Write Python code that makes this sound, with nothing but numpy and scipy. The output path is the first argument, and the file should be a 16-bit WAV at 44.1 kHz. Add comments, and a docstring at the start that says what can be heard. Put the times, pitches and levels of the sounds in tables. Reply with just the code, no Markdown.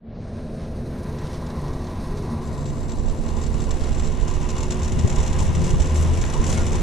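"""On a chairlift in the open air: heard from a chair that nears a tower.
The moving cable hums down the hanger as wavering tones; wind strikes the microphone as lumps of low noise.
The tower's sheaves (cable wheels) rumble, hiss, ring and scrub ever closer: noise shaped by resonances.
Rasps, ticks, clacks and groans are short noise bursts. The sound starts in mono and opens to stereo."""
import sys
import numpy as np
from scipy import signal
from scipy.fft import rfft, irfft
from scipy.io import wavfile
from scipy.ndimage import uniform_filter1d

SR = 44100
rng = np.random.default_rng(int(sys.argv[2]) if len(sys.argv) > 2 else 0)


def log_audio(samples):
    """Write samples as a 16-bit WAV file to the path given in sys.argv[1]."""
    # one column per channel
    frames = np.atleast_2d(samples).T
    # limit to full scale, then quantise
    limited = np.clip(frames, -1, 1)
    pcm = np.round(limited * 32767).astype(np.int16)
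    wavfile.write(sys.argv[1], SR, pcm)


N = 300762
TIME, FREQ = np.arange(N) / SR, np.fft.rfftfreq(N, 1 / SR)


def amp(db):
    """Turns decibels into a gain."""
    return 10 ** (np.asarray(db) / 20)


def unit(x):
    """Scales a signal to an rms of 1."""
    return x / np.sqrt(np.mean(x ** 2) + 1e-20)


def curve(rows, axis=1):
    """Reads one column of a time table at every sample."""
    rows = np.asarray(rows, float)
    return np.interp(TIME, rows[:, 0], rows[:, axis])


def across(points):
    """Joins the points of a frequency table by straight lines on a log-frequency axis."""
    hz, value = np.transpose(points)
    return np.interp(np.log(FREQ + 1), np.log(hz + 1), value)


def drift(rate_hz):
    """Random motion of rms 1 that is too slow to go far above rate_hz."""
    spectrum = rfft(rng.standard_normal(N))
    return unit(irfft(spectrum / (1 + (FREQ / rate_hz) ** 4), N))


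def nearness(far_s=2.55, near_s=4.04):
    """0 while the tower is distant, 1 once it is close."""
    return np.clip((TIME - far_s) / (near_s - far_s), 0, 1)


def approach(far_db, near_db, far_s, near_s):
    """A level in dB that moves evenly from its far to its near value as the chair travels."""
    return far_db + (near_db - far_db) * nearness(far_s, near_s)


def fade_in(rise_s):
    """The sound comes up from silence."""
    return 1 - np.exp(-TIME / rise_s)


def swell(s, length):
    """A flat-topped rise and fall around the time s."""
    return np.exp(-(2 * (TIME - s) / length) ** 4)


def lifts(rows):
    """The dB that a table of brief swells adds to a level."""
    return sum(db * swell(s, length) for s, length, db in rows)


def blend(far, close, near):
    """Crossfades two unrelated sounds at even power."""
    return np.sqrt(1 - near) * far + np.sqrt(near) * close


def peak(hz, width):
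    """Power response of one steep-sided resonance."""
    return 1 / (1 + ((FREQ - hz) / width) ** 2) ** 2


def steadied(x, span_s):
    """Holds a noise near rms 1 from moment to moment, so that its swells come from the scene."""
    power = uniform_filter1d(np.atleast_2d(x ** 2).mean(0), round(span_s * SR))
    return x / np.sqrt(abs(power) + 1e-20)


# How alike the two microphone ports hear: f/Hz, likeness (0-1)
LIKENESS = [(60, 0.78), (200, 1), (400, 1), (700, 0.78), (1050, 0.742), (1250, 0.066), (1700, 0.34),
            (2800, 0.82), (4200, 0.94), (5200, 0.533), (7500, 0.79), (9500, 0.11)]
# How much stronger the left port is than the right: f/Hz, level/dB
BALANCE = [(50, 19.5), (150, -5), (320, 3.5), (700, 2.5), (1100, 5), (1600, 1), (4200, 2), (5500, 3.5),
           (7000, 5.5), (7800, -3.5), (10000, -4), (14000, 0)]
# How far the left port leads: f/Hz, phase/rad
LEAD = [(700, 0.29), (1000, -0.74), (1600, 0.87), (2500, 0.16), (4000, 0.05), (7400, -0.87), (8800, -1.7)]


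def field(gain, drive=1):
    """Coloured noise as the two microphone ports catch it; drive is the strength of what excites it."""
    a, b = rfft(rng.standard_normal((2, N)) * drive)
    same = np.clip(across(LIKENESS), 0, 1)
    tilt = amp(across(BALANCE) / 2)
    right = same * a + np.sqrt(1 - same ** 2) * b
    right *= np.exp(-1j * across(LEAD))
    return irfft(np.array([a * tilt, right / tilt]) * unit(gain), N)


# Cable speed: t/s, factor on every tone's pitch
SPEED = [(0, .997), (1.5, .996), (3, .998), (4.5, 1.001), (5.6, 1.003), (6.3, 1.0), (6.82, .998)]


def tone(hz, waver, waver_hz=3.7, wobble=0.0014):
    """A line that follows the cable's speed and wavers in strength and phase."""
    pitch_hz = hz * curve(SPEED) * (1 + wobble * drift(3.2))
    turns = np.cumsum(pitch_hz) / SR + rng.random()
    sway = 1 + waver * (drift(waver_hz) + 1j * drift(waver_hz))
    sway /= np.sqrt(1 + 2 * waver ** 2)  # same average power for any waver
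    return np.sqrt(2) * (sway * np.exp(2j * np.pi * turns)).real


LULL_S, LULL_LENGTH_S = 2.936, 0.99  # middle and length


def lull():
    """Rises to 1 while the sheaves ease off for a moment."""
    return swell(LULL_S, LULL_LENGTH_S)


BEAT_S, BEAT_TOP_S, BEAT_DB = .53, 4.94, 3  # period, a moment when it is strongest, swing up and down
CREST_S, CREST_LENGTH_S, CREST_DB = 6.0, .28, 6  # middle, length, dB added


def drone_level(far_db, near_db, lull_db=0.5):
    """The strands drum louder near the tower, beating slowly, with a slight lift and a late crest (dB)."""
    beat = BEAT_DB * np.cos(2 * np.pi * (TIME - BEAT_TOP_S) / BEAT_S)
    swells = CREST_DB * swell(CREST_S, CREST_LENGTH_S) + lull_db * lull()
    return approach(far_db, near_db, far_s=1.5, near_s=5.4) + beat + swells


DRONE_HZ = 79.1  # before the cable's speed shifts it
# Tones of cable and chair, each with one slow swell: f/Hz, relative level/dB far from the tower,
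# the same near it, relative waver, time to emerge t/s, swell middle t/s, swell length t/s, added level/dB
HUM_TONES = [(96, -43.5, -41, .3, .6, 1.0, .5, 2), (142.7, -39.3, -38, .27, .5, 2.3, 1.8, 3),
             (156.5, -47, -37.5, .35, .3, 5.8, 1.2, 3), (192.5, -51, -48, .5, .1, 5.0, 1.0, 2),
             (226.3, -41.5, -41.7, .27, .1, 6.6, .6, 3), (234, -49, -47, .6, .2, 2.6, 1.2, 2),
             (258, -48, -48, .25, .2, 3.9, .8, 3), (363.7, -45.5, -42, .17, .75, 4.7, 1.7, 3),
             (433, -48, -45.7, .2, .25, 6.8, .4, 3), (517, -51, -47.3, .2, .25, 5.6, .7, 4.5)]


def cable(drone_rise_s=1.0):
    """The strand drone and higher tones come down the hanger; the higher ones grow steadier near the tower."""
    near = nearness(far_s=3.34, near_s=4.9)
    unrest = 1.5 - .6 * near
    hum = 0
    for hz, far_db, near_db, waver, rise_s, s, length, db in HUM_TONES:
        level_db = far_db + (near_db - far_db) * near + db * swell(s, length)
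        hum = hum + amp(level_db) * fade_in(rise_s) * tone(hz, waver * unrest)
    drone = amp(drone_level(far_db=-37.5, near_db=-28.0)) * fade_in(drone_rise_s)
    drone *= tone(DRONE_HZ, waver=0.2)
    return (hum + drone) * amp([[.5], [-.5]])  # slightly to the left


# Surges in which the air flutters and the chair rumbles: middle t/s, length t/s, relative level/dB
SURGES = [(5.027, 0.25, -25), (5.053, 0.027, -20), (5.49, 0.33, -23), (5.719, 0.23, -25),
          (6.127, 0.29, -24), (6.625, 0.53, -26.5)]


def surging():
    """Strength of the low surges."""
    return sum(amp(db) * swell(s, length) for s, length, db in SURGES)


# How much stronger the wind is on the right port: blowing aslant, then nearly head-on
SLANT_DB, HEAD_ON_DB = 15, 6.5
TURN_FROM_S, TURN_TO_S = 4.35, 4.65
# Colour of the steady wind: f/Hz, relative level/dB
WIND_COLOUR = [(10, -6), (25, 3.5), (48, -4), (70, -5.5), (110, -23.5), (200, -46), (500, -30),
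               (1500, -103)]
# Gusts on top of the steady wind: middle t/s, length t/s, added level/dB
GUSTS = [(1.73, 0.33, 4.5), (2.09, 0.22, 8.5), (3.09, 0.069, 3.5), (3.42, 0.082, 0.5), (3.71, 0.072, 3.5),
         (3.9, 0.069, 5.5), (4.07, 0.13, 3), (4.24, 0.044, 7.5), (4.36, 0.072, 5), (5.22, 0.077, 7),
         (5.38, 0.17, 3.5), (5.78, 0.16, 6.5), (6.2, 0.073, 3), (6.4, .09, 5.5), (6.76, 0.13, 4)]
# Colour of the flutter in the surges: f/Hz, relative level/dB
FLUTTER_COLOUR = [(30, -24), (70, 8.5), (120, 8), (180, 4.5), (280, -24.5), (420, -11.5), (900, -69)]


def wind(lumps_db=1.5, shared=0.55, rise_s=0.23):
    """Eddies hit both ports in lumps, partly together, first from the right; surges flutter at each port alone."""
    eddies = unit(irfft(rfft(rng.standard_normal((3, N))) * amp(across(WIND_COLOUR)), N))
    common = np.sqrt(shared) * eddies[2]
    ports = np.array([steadied(common + np.sqrt(1 - shared) * own, span_s=.11) for own in eddies[:2]])
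    right_db = approach(SLANT_DB, HEAD_ON_DB, TURN_FROM_S, TURN_TO_S)
    side = amp(right_db * np.array([[-.5], [.5]]))
    strength_db = approach(far_db=-35.5, near_db=-24.5, far_s=2.5, near_s=3.06) + lifts(GUSTS)
    thud = ports * amp(strength_db) * fade_in(rise_s) * side / side.mean(0)
    flutter = unit(irfft(rfft(rng.standard_normal((2, N))) * amp(across(FLUTTER_COLOUR)), N))
    flutter *= surging() * amp([[2.5], [-2.5]])  # stronger on the left
    return (thud + flutter) * unit(amp(lumps_db * drift(42.0)))


RUMBLE_RISE_S = .15
# Colour of the rumble: f/Hz, relative level/dB
RUMBLE_COLOUR = [(30, -48), (70, 7), (120, 0.5), (165, 4.5), (205, -1.5), (240, 4), (280, -26), (400, -15),
                 (800, -16), (2000, -82)]
# Colour of the roar from afar, with its top cut off: f/Hz, relative level/dB
ROAR_FAR = [(120, -8), (280, -1), (400, -6), (500, -5), (610, -5), (720, -10.5), (820, -30), (1400, -30),
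            (4000, -40)]
# Colour of the roar near the tower: f/Hz, relative level/dB
ROAR_NEAR = [(120, -104), (280, 4.5), (400, 0), (480, -1.5), (600, -5), (720, -8.5), (900, -10.5),
             (1400, -27), (4000, -82)]


def rolling(surge_db=-10.0, throb_db=0.5, roar_rise_s=0.16):
    """Rubber-lined sheaves roll under the cable: a rumble and a roar that throb together."""
    shake = amp(approach(far_db=-33.5, near_db=-31.5, far_s=.5, near_s=2.5)) * fade_in(RUMBLE_RISE_S)
    rumble = field(amp(across(RUMBLE_COLOUR))) * np.hypot(shake, amp(surge_db) * surging())
    far, close = field(amp(across(ROAR_FAR))), field(amp(across(ROAR_NEAR)))
    roar = blend(far, close, nearness(far_s=0.6, near_s=2.9))
    roar *= amp(approach(far_db=-39.5, near_db=-30.0, far_s=4.76, near_s=8.6)) * fade_in(roar_rise_s)
    return (rumble + roar) * unit(amp(throb_db * drift(23)))


OPEN_S, OPEN_LENGTH_S = 0.895, .035  # when the upper range starts to open, how quickly


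def opening(muffled_db, rise_s, length_s=OPEN_LENGTH_S, start_db=-26):
    """Gain of the upper range: it blooms from a faint start, stays muffled for a moment, then eases open."""
    shut = np.exp(-np.maximum(TIME - OPEN_S, 0) / length_s)
    bloom = np.maximum(fade_in(rise_s) ** 1.56, amp(start_db))
    return bloom * amp(muffled_db * shut)


RING_BUILD_S = .11  # the ring opens more slowly than the rest
# Resonances of the sheaves and their frame: f/Hz, width f/Hz, relative level/dB far, the same near
SHEAVE_MODES = [(823, 45, -5, -3), (885, 25, -12, -5), (972, 50, -3, -2.5), (1025, 55, -1.5, -.5),
                (1135, 52, -3, -3.5), (1234, 18, -18, -9), (1407, 32, -17, -10), (1910, 60, -13, -13),
                (2175, 55, -18, -14), (2798, 140, -30, -13), (3540, 130, -26, -18)]
# Jolts that make the sheaves ring louder: middle t/s, length t/s, added level/dB
JOLTS = [(1.66, 0.29, 3.5), (2.4, 0.65, 3), (3.32, 0.18, 5), (3.72, 0.027, 4.5), (4.6, .08, 2.5),
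         (5.19, 0.11, 3), (5.41, 0.03, 7)]
# Colour of the rubber scrub far from the tower: f/Hz, relative level/dB
SCRUB_FAR = [(400, -19), (900, -4.5), (1400, -0.5), (1650, -1.5), (1900, -6), (2300, -9), (3000, -15.5),
             (4200, -15), (7000, -55.5)]
# Colour of the rubber scrub near the tower: f/Hz, relative level/dB
SCRUB_NEAR = [(400, -14), (900, 2), (1400, 8), (1900, 7), (2400, 3.5), (3000, 2), (3700, -33), (4600, -5),
              (7000, -31.5)]


def sheaves(ring_lull_db=-3.0, scrub_lull_db=-2.5, shudder_db=1.0, unrest_db=-0.6):
    """Rolling keeps the metal ringing and the rubber scrubbing; both grow as the tower nears."""
    modes = np.array([peak(hz, width) for hz, width, _, _ in SHEAVE_MODES])
    far, close = (field(np.sqrt(amp(db) ** 2 @ modes)) for db in np.transpose(SHEAVE_MODES)[2:])
    ring_db = approach(far_db=-45.5, near_db=-41.5, far_s=4.26, near_s=4.3)
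    ring_db = ring_db + ring_lull_db * lull() + lifts(JOLTS) + unrest_db * drift(5.5)
    ring = blend(far, close, nearness()) * amp(ring_db)
    ring *= opening(muffled_db=-10.0, rise_s=0.14, length_s=RING_BUILD_S)
    far, close = field(amp(across(SCRUB_FAR))), field(amp(across(SCRUB_NEAR)))
    scrub = blend(far, close, nearness(far_s=2.33, near_s=4.1))
    scrub_db = approach(far_db=-48.5, near_db=-39, far_s=3.8, near_s=7.9) + scrub_lull_db * lull()
    scrub *= amp(scrub_db) * opening(muffled_db=-4.0, rise_s=0.135)
    return (ring + scrub) * unit(amp(shudder_db * drift(18)))


def gear_level():
    """Gain of the running gear's treble, which grows steadily on the way to the tower."""
    level_db = approach(far_db=-55.0, near_db=-42.5, far_s=1.185, near_s=6.15)
    return amp(level_db) * opening(muffled_db=-2.5, rise_s=0.15)


STRANDS_PER_S, FIRST_STRAND_S = 78.98, .602


def strands():
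    """How many strands of the cable have passed since the count began."""
    return (TIME - FIRST_STRAND_S) * STRANDS_PER_S


CHOP_DB = 1.3  # swing by which the strands chop the near hiss
# Colour of the distant hiss: f/Hz, relative level/dB
HISS_FAR = [(1650, -19), (2700, 0), (3150, -21), (3900, 4), (4800, 1.5), (6200, 1), (7400, 1.5), (9000, 1),
            (10500, -5.5), (12500, -11.5), (14000, -21), (15000, -28)]
# Colour of the near hiss: f/Hz, relative level/dB
HISS_NEAR = [(2000, -19.5), (3100, -2.5), (3700, 1), (4200, -3), (4800, -6.5), (5700, 0.5), (6700, -3),
             (7400, -2), (8300, -7.5), (9900, -6.5), (12400, -24), (14200, -26), (15000, -50)]


def hiss(far_db=0.5, near_db=-3.0, far_flicker_db=1.54, near_flicker_db=1.4, lull_db=-4.5):
    """A smooth distant hiss gives way to the grainy one of the running gear, chopped by the passing strands."""
    far_level_db = far_db + far_flicker_db * drift(29) + lull_db * lull()
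    chop_db = CHOP_DB * np.sin(2 * np.pi * strands())
    near_level_db = near_db + near_flicker_db * drift(116) + chop_db
    far = field(amp(across(HISS_FAR))) * amp(far_level_db)
    close = field(amp(across(HISS_NEAR))) * amp(near_level_db)
    return blend(far, close, nearness(far_s=2.8, near_s=3.965)) * gear_level()


# Brief rasps and rubs, a few as short as a tick: middle t/s, length t/s, relative level/dB,
# brightness in dB per octave
RASPS = [(0.631, 0.084, -43, -3), (1.039, .014, -49, 5), (1.31, 0.21, -44, -1.5),
         (1.678, 0.054, -42.5, -3.5), (3.291, 0.0067, -33, -2.5), (3.847, 0.11, -35, -2.5),
         (5.422, 0.093, -45, 4.5), (5.661, 0.12, -40.5, 1), (5.82, .05, -56, 5), (5.996, 0.11, -46, 11.5),
         (6.162, 0.05, -46, 4), (6.5, 0.1, -41, 5), (6.578, 0.085, -36, 1), (6.596, 0.05, -32, -4.5)]
# Colour shared by the rasps, before the brightness: f/Hz, relative level/dB
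RASP_COLOUR = [(500, 11.5), (1200, 5), (2500, 0), (3800, 1.5), (4800, 0.5), (6000, 2.5), (7500, 1),
               (8600, -2), (10000, -5), (12000, -19.5), (15000, -32)]


def rasps():
    """Brief rasps and rubs flicker in strength, each with its own brightness."""
    octaves = np.log2(np.maximum(FREQ, RASP_COLOUR[0][0]))
    flicker = unit(amp(3.2 * drift(170)))
    return sum(field(amp(across(RASP_COLOUR) + tilt * octaves), amp(db) * swell(s, length) * flicker)
               for s, length, db, tilt in RASPS)


# Small sharp ticks in the noise: t/s, relative level/dB
TICKS = [(0.671, -46), (1.269, -43.5), (6.24, -24), (6.605, -37), (6.619, -32)]
# Colour of the ticks: f/Hz, relative level/dB
TICK_COLOUR = [(400, -16), (1500, 13), (4000, 7), (6500, -12.5), (10000, -14), (15000, -30)]


def ticks(decay_s=0.00106):
    """Single dry ticks start sharply and die at once."""
    drive = sum(amp(db) * (TIME >= s) * np.exp(-abs(TIME - s) / decay_s) for s, db in TICKS)
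    return field(amp(across(TICK_COLOUR)), drive)


KNOCK_SPREAD_DB, LIMP_DB = 4, 2.5  # differences by chance, and strong and weak in turn


def rattle():
    """A loose part knocks once for each passing strand, unevenly and often strong and weak in turn."""
    count = np.floor(np.maximum(strands(), 0))
    chance_db = KNOCK_SPREAD_DB * np.minimum(rng.standard_normal(N), 1)
    limp_db = LIMP_DB * np.tanh(drift(3.9)) * np.cos(np.pi * count)
    knocks = np.diff(count, prepend=0)  # 1 where a new strand arrives
    return knocks * amp(chance_db + limp_db) * nearness(far_s=.8, near_s=1.2)


CLACK_RISE_S = .0005


def clack_power(decay, chatter_s=.0056, after=.88):
    """Power of one clack: the parts chatter for a few milliseconds, let go, and ring out."""
    t = np.arange(SR // 10) / SR
    late = t - chatter_s * rng.uniform(.9, 1.3)
    ring_out = after ** 2 * np.exp(-2 * abs(late) / decay)
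    return np.minimum(t / CLACK_RISE_S, 1) * np.where(late < 0, 1, ring_out)


# The clacks' brightest ring wanders: t/s, f/Hz
RING_PITCH = [(2.5, 7480), (4.1, 7420), (4.35, 7170), (5.3, 7180), (5.6, 7350), (6.1, 7400), (6.5, 7100),
              (6.82, 7300)]


def wandering_ring(drive, width_hz=330):
    """A bright resonance, shifted in frequency so that it follows its pitch curve."""
    hz = curve(RING_PITCH)
    ring = signal.hilbert(field(np.sqrt(peak(hz.mean(), width_hz)), drive))
    return (ring * np.exp(2j * np.pi * np.cumsum(hz - hz.mean()) / SR)).real


CLACK_DECAY_S, SMALL_DECAY_S = .0075, .003  # time for the ring to fall by a factor e: loud clacks, small ones
CLACK_RING_DB = -11.5  # gain of the fixed resonances
# Loudest dry clacks of the tower's running gear: t/s, relative level/dB
CLACKS = [(0.984, -48), (1.186, -39.5), (1.339, -41.5), (1.465, -40.5), (1.501, -42), (1.68, -41),
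          (1.736, -41), (1.842, -42), (1.869, -41), (2.172, -38.5), (2.222, -44.5), (2.454, -47),
          (2.475, -41), (2.609, -46), (2.658, -38), (2.674, -45), (2.687, -43), (2.699, -41), (2.789, -46),
          (2.894, -37), (2.919, -37), (2.97, -45), (2.994, -43), (3.083, -39), (3.097, -41), (3.262, -39.5),
          (3.282, -41), (3.304, -41), (3.368, -40.5), (3.386, -43), (3.414, -38), (3.426, -39),
          (3.437, -34), (3.463, -37), (3.54, -39.5), (3.603, -36), (3.619, -35), (3.641, -35.5),
          (3.708, -30.5), (3.741, -41), (3.769, -43), (3.837, -39), (3.929, -36.5), (3.947, -37),
          (3.981, -37), (3.997, -34), (4.022, -38), (4.034, -37), (4.045, -35), (4.059, -36),
          (4.072, -33.5), (4.095, -49), (4.107, -46), (4.12, -39), (4.211, -39), (4.226, -38),
          (4.281, -29.5), (4.3, -38), (4.312, -34.5), (4.339, -33.5), (4.411, -40), (4.428, -39),
          (4.49, -31), (4.502, -29), (4.564, -34), (4.582, -30), (4.606, -29.5), (4.63, -28), (4.706, -27),
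          (4.722, -26), (4.819, -33.5), (4.832, -29), (4.847, -30.5), (4.879, -30.5), (4.921, -29),
          (4.991, -27.5), (5.075, -27.5), (5.0971, -26), (5.126, -30), (5.158, -26.5), (5.184, -27.5),
          (5.202, -27), (5.23, -28), (5.263, -27), (5.277, -28), (5.3, -32), (5.331, -28.5), (5.389, -26),
          (5.4022, -26), (5.425, -28.5), (5.464, -35.5), (5.551, -28.5), (5.642, -29.5), (5.666, -29),
          (5.691, -33), (5.705, -26), (5.8, -27), (5.821, -27), (5.866, -41), (5.9577, -26), (5.978, -30),
          (5.993, -33), (6.026, -28.5), (6.083, -35), (6.1345, -34), (6.174, -30), (6.215, -27),
          (6.299, -32), (6.336, -24.5), (6.4413, -25.5), (6.4663, -24), (6.478, -27), (6.491, -25),
          (6.502, -21.5), (6.527, -21.5), (6.666, -25.5), (6.719, -28.5), (6.73, -29), (6.755, -25)]
# Colour of a clack's body while the tower is distant: f/Hz, relative level/dB
CLACK_FAR = [(700, 9.5), (2000, -1), (3100, -3), (3900, 3.5), (4800, -1), (6200, 3), (7300, -12),
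             (8300, -20), (12000, -22)]
# Colour of a clack's body near the tower: f/Hz, relative level/dB
CLACK_NEAR = [(700, 7), (1500, -3.5), (2800, -0.5), (4000, -5), (4800, -6.5), (5700, 2), (6600, -1.5),
              (7700, 3), (8400, -7), (10000, -13), (12000, -24.5), (15000, -34)]
# Resonances of the clacking parts: f/Hz, width f/Hz, relative level/dB
CLACK_MODES = [(5500, 60, -4), (6281, 55, -1), (6424, 55, -1), (6900, 70, -3)]


def clatter(clack_db=-5.5, early_s=0.0011, grit_db=1.5):
    """Loud clacks over a small rattle, gritty bursts through resonances; the ring stands out from afar."""
    power = np.zeros(N)
    for s, db in CLACKS:
        burst = clack_power(CLACK_DECAY_S)
        part = power[round((s - early_s) * SR):][:len(burst)]
        part += amp(db + clack_db) ** 2 * burst[:len(part)]
    small = rattle() * gear_level() * amp(approach(far_db=-3.0, near_db=1.5, far_s=4.0, near_s=5.4))
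    power += abs(signal.oaconvolve(small ** 2, clack_power(SMALL_DECAY_S))[:N])
    drive = np.sqrt(power) * unit(amp(grit_db * drift(470)))
    far, close = field(amp(across(CLACK_FAR)), drive), field(amp(across(CLACK_NEAR)), drive)
    body = blend(far, close, nearness(far_s=2.8, near_s=5.4))
    body *= amp(approach(far_db=2.0, near_db=-1.5, far_s=3.6, near_s=5.7))
    modes = sum(amp(db) ** 2 * peak(hz, width) for hz, width, db in CLACK_MODES)
    fixed_ring = field(np.sqrt(modes), drive) * amp(CLACK_RING_DB)
    moving_ring = wandering_ring(drive) * amp(approach(far_db=-2.5, near_db=-11, far_s=3.7, near_s=5.5))
    return body + fixed_ring + moving_ring


# Brief groans and rings of the metalwork: middle t/s, length t/s, f/Hz, width f/Hz, level/dB
GROANS = [(2.19, .2, 410, 20, -38), (6.355, .05, 990, 90, -34.5), (6.405, .1, 1025, 14, -39),
          (6.495, .07, 995, 90, -40), (6.578, .04, 2160, 30, -42), (6.595, .06, 1410, 12, -41)]


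def groan():
    """Single resonances of the metalwork, each briefly excited into a wavering note."""
    return sum(steadied(field(np.sqrt(peak(hz, width))), span_s=0.017) * amp(db) * swell(s, length)
               for s, length, hz, width, db in GROANS)


# Reflections from the chair frame and the rider: delay t/s, gain (a minus sign flips the wave)
REFLECTIONS = [(.0031, .09), (.0053, -.08), (.0079, .09), (.0127, -.08), (.0191, .09)]


def reflected(x):
    """Nearby surfaces add a few weak copies, which ripple the spectrum."""
    copies = sum(gain * np.pad(x, ((0, 0), (round(s * SR), 0)))[:, :N] for s, gain in REFLECTIONS)
    return x + copies


def scene():
    """Cable, tower and wind together."""
    tower = reflected(rolling() + sheaves() + hiss() + rasps() + clatter())
    return cable() + wind() + tower + ticks() + groan()


# The treble opens gradually at first: t/s, cut-off f/Hz
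TREBLE_EDGE = [(0, 4000), (.08, 4880), (.16, 6200), (.25, 9450), (.4, 11000), (.85, 13040), (1.1, 22000)]


def brightening(x):
    """A steep low-pass whose edge climbs out of the way."""
    hz, t, z = signal.stft(x, SR, nperseg=512)
    edge = np.interp(t, *np.transpose(TREBLE_EDGE))
    dulled = z / (1 + (hz[:, None] / edge) ** 8)
    return signal.istft(dulled, SR, nperseg=512)[1][:N]


EDGE_HZ = 14900  # upper band limit
# Opening from mono to stereo: t/s, width (0-1)
WIDTH = [(2.36, 0), (2.47, 0.55), (2.72, 1)]


def record(dry, notch_hz=7450, notch_width_hz=900, notch_db=-10.5):
    """A mono pickup, dull at first and notched in the treble, fades over to the stereo pair; then a band limit."""
    notch = amp(notch_db * peak(notch_hz, notch_width_hz))
    mono = brightening(irfft(rfft(dry.mean(0)) * notch, N))
    pair = mono + np.clip(curve(WIDTH), 0, 1) * (dry - mono)
    pair *= fade_in(rise_s=0.0049)
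    low_pass = signal.firwin(511, EDGE_HZ, window=("kaiser", 9), fs=SR)
    return signal.oaconvolve(pair, low_pass[None], "same")


dry = scene()
out = record(dry)
log_audio(out)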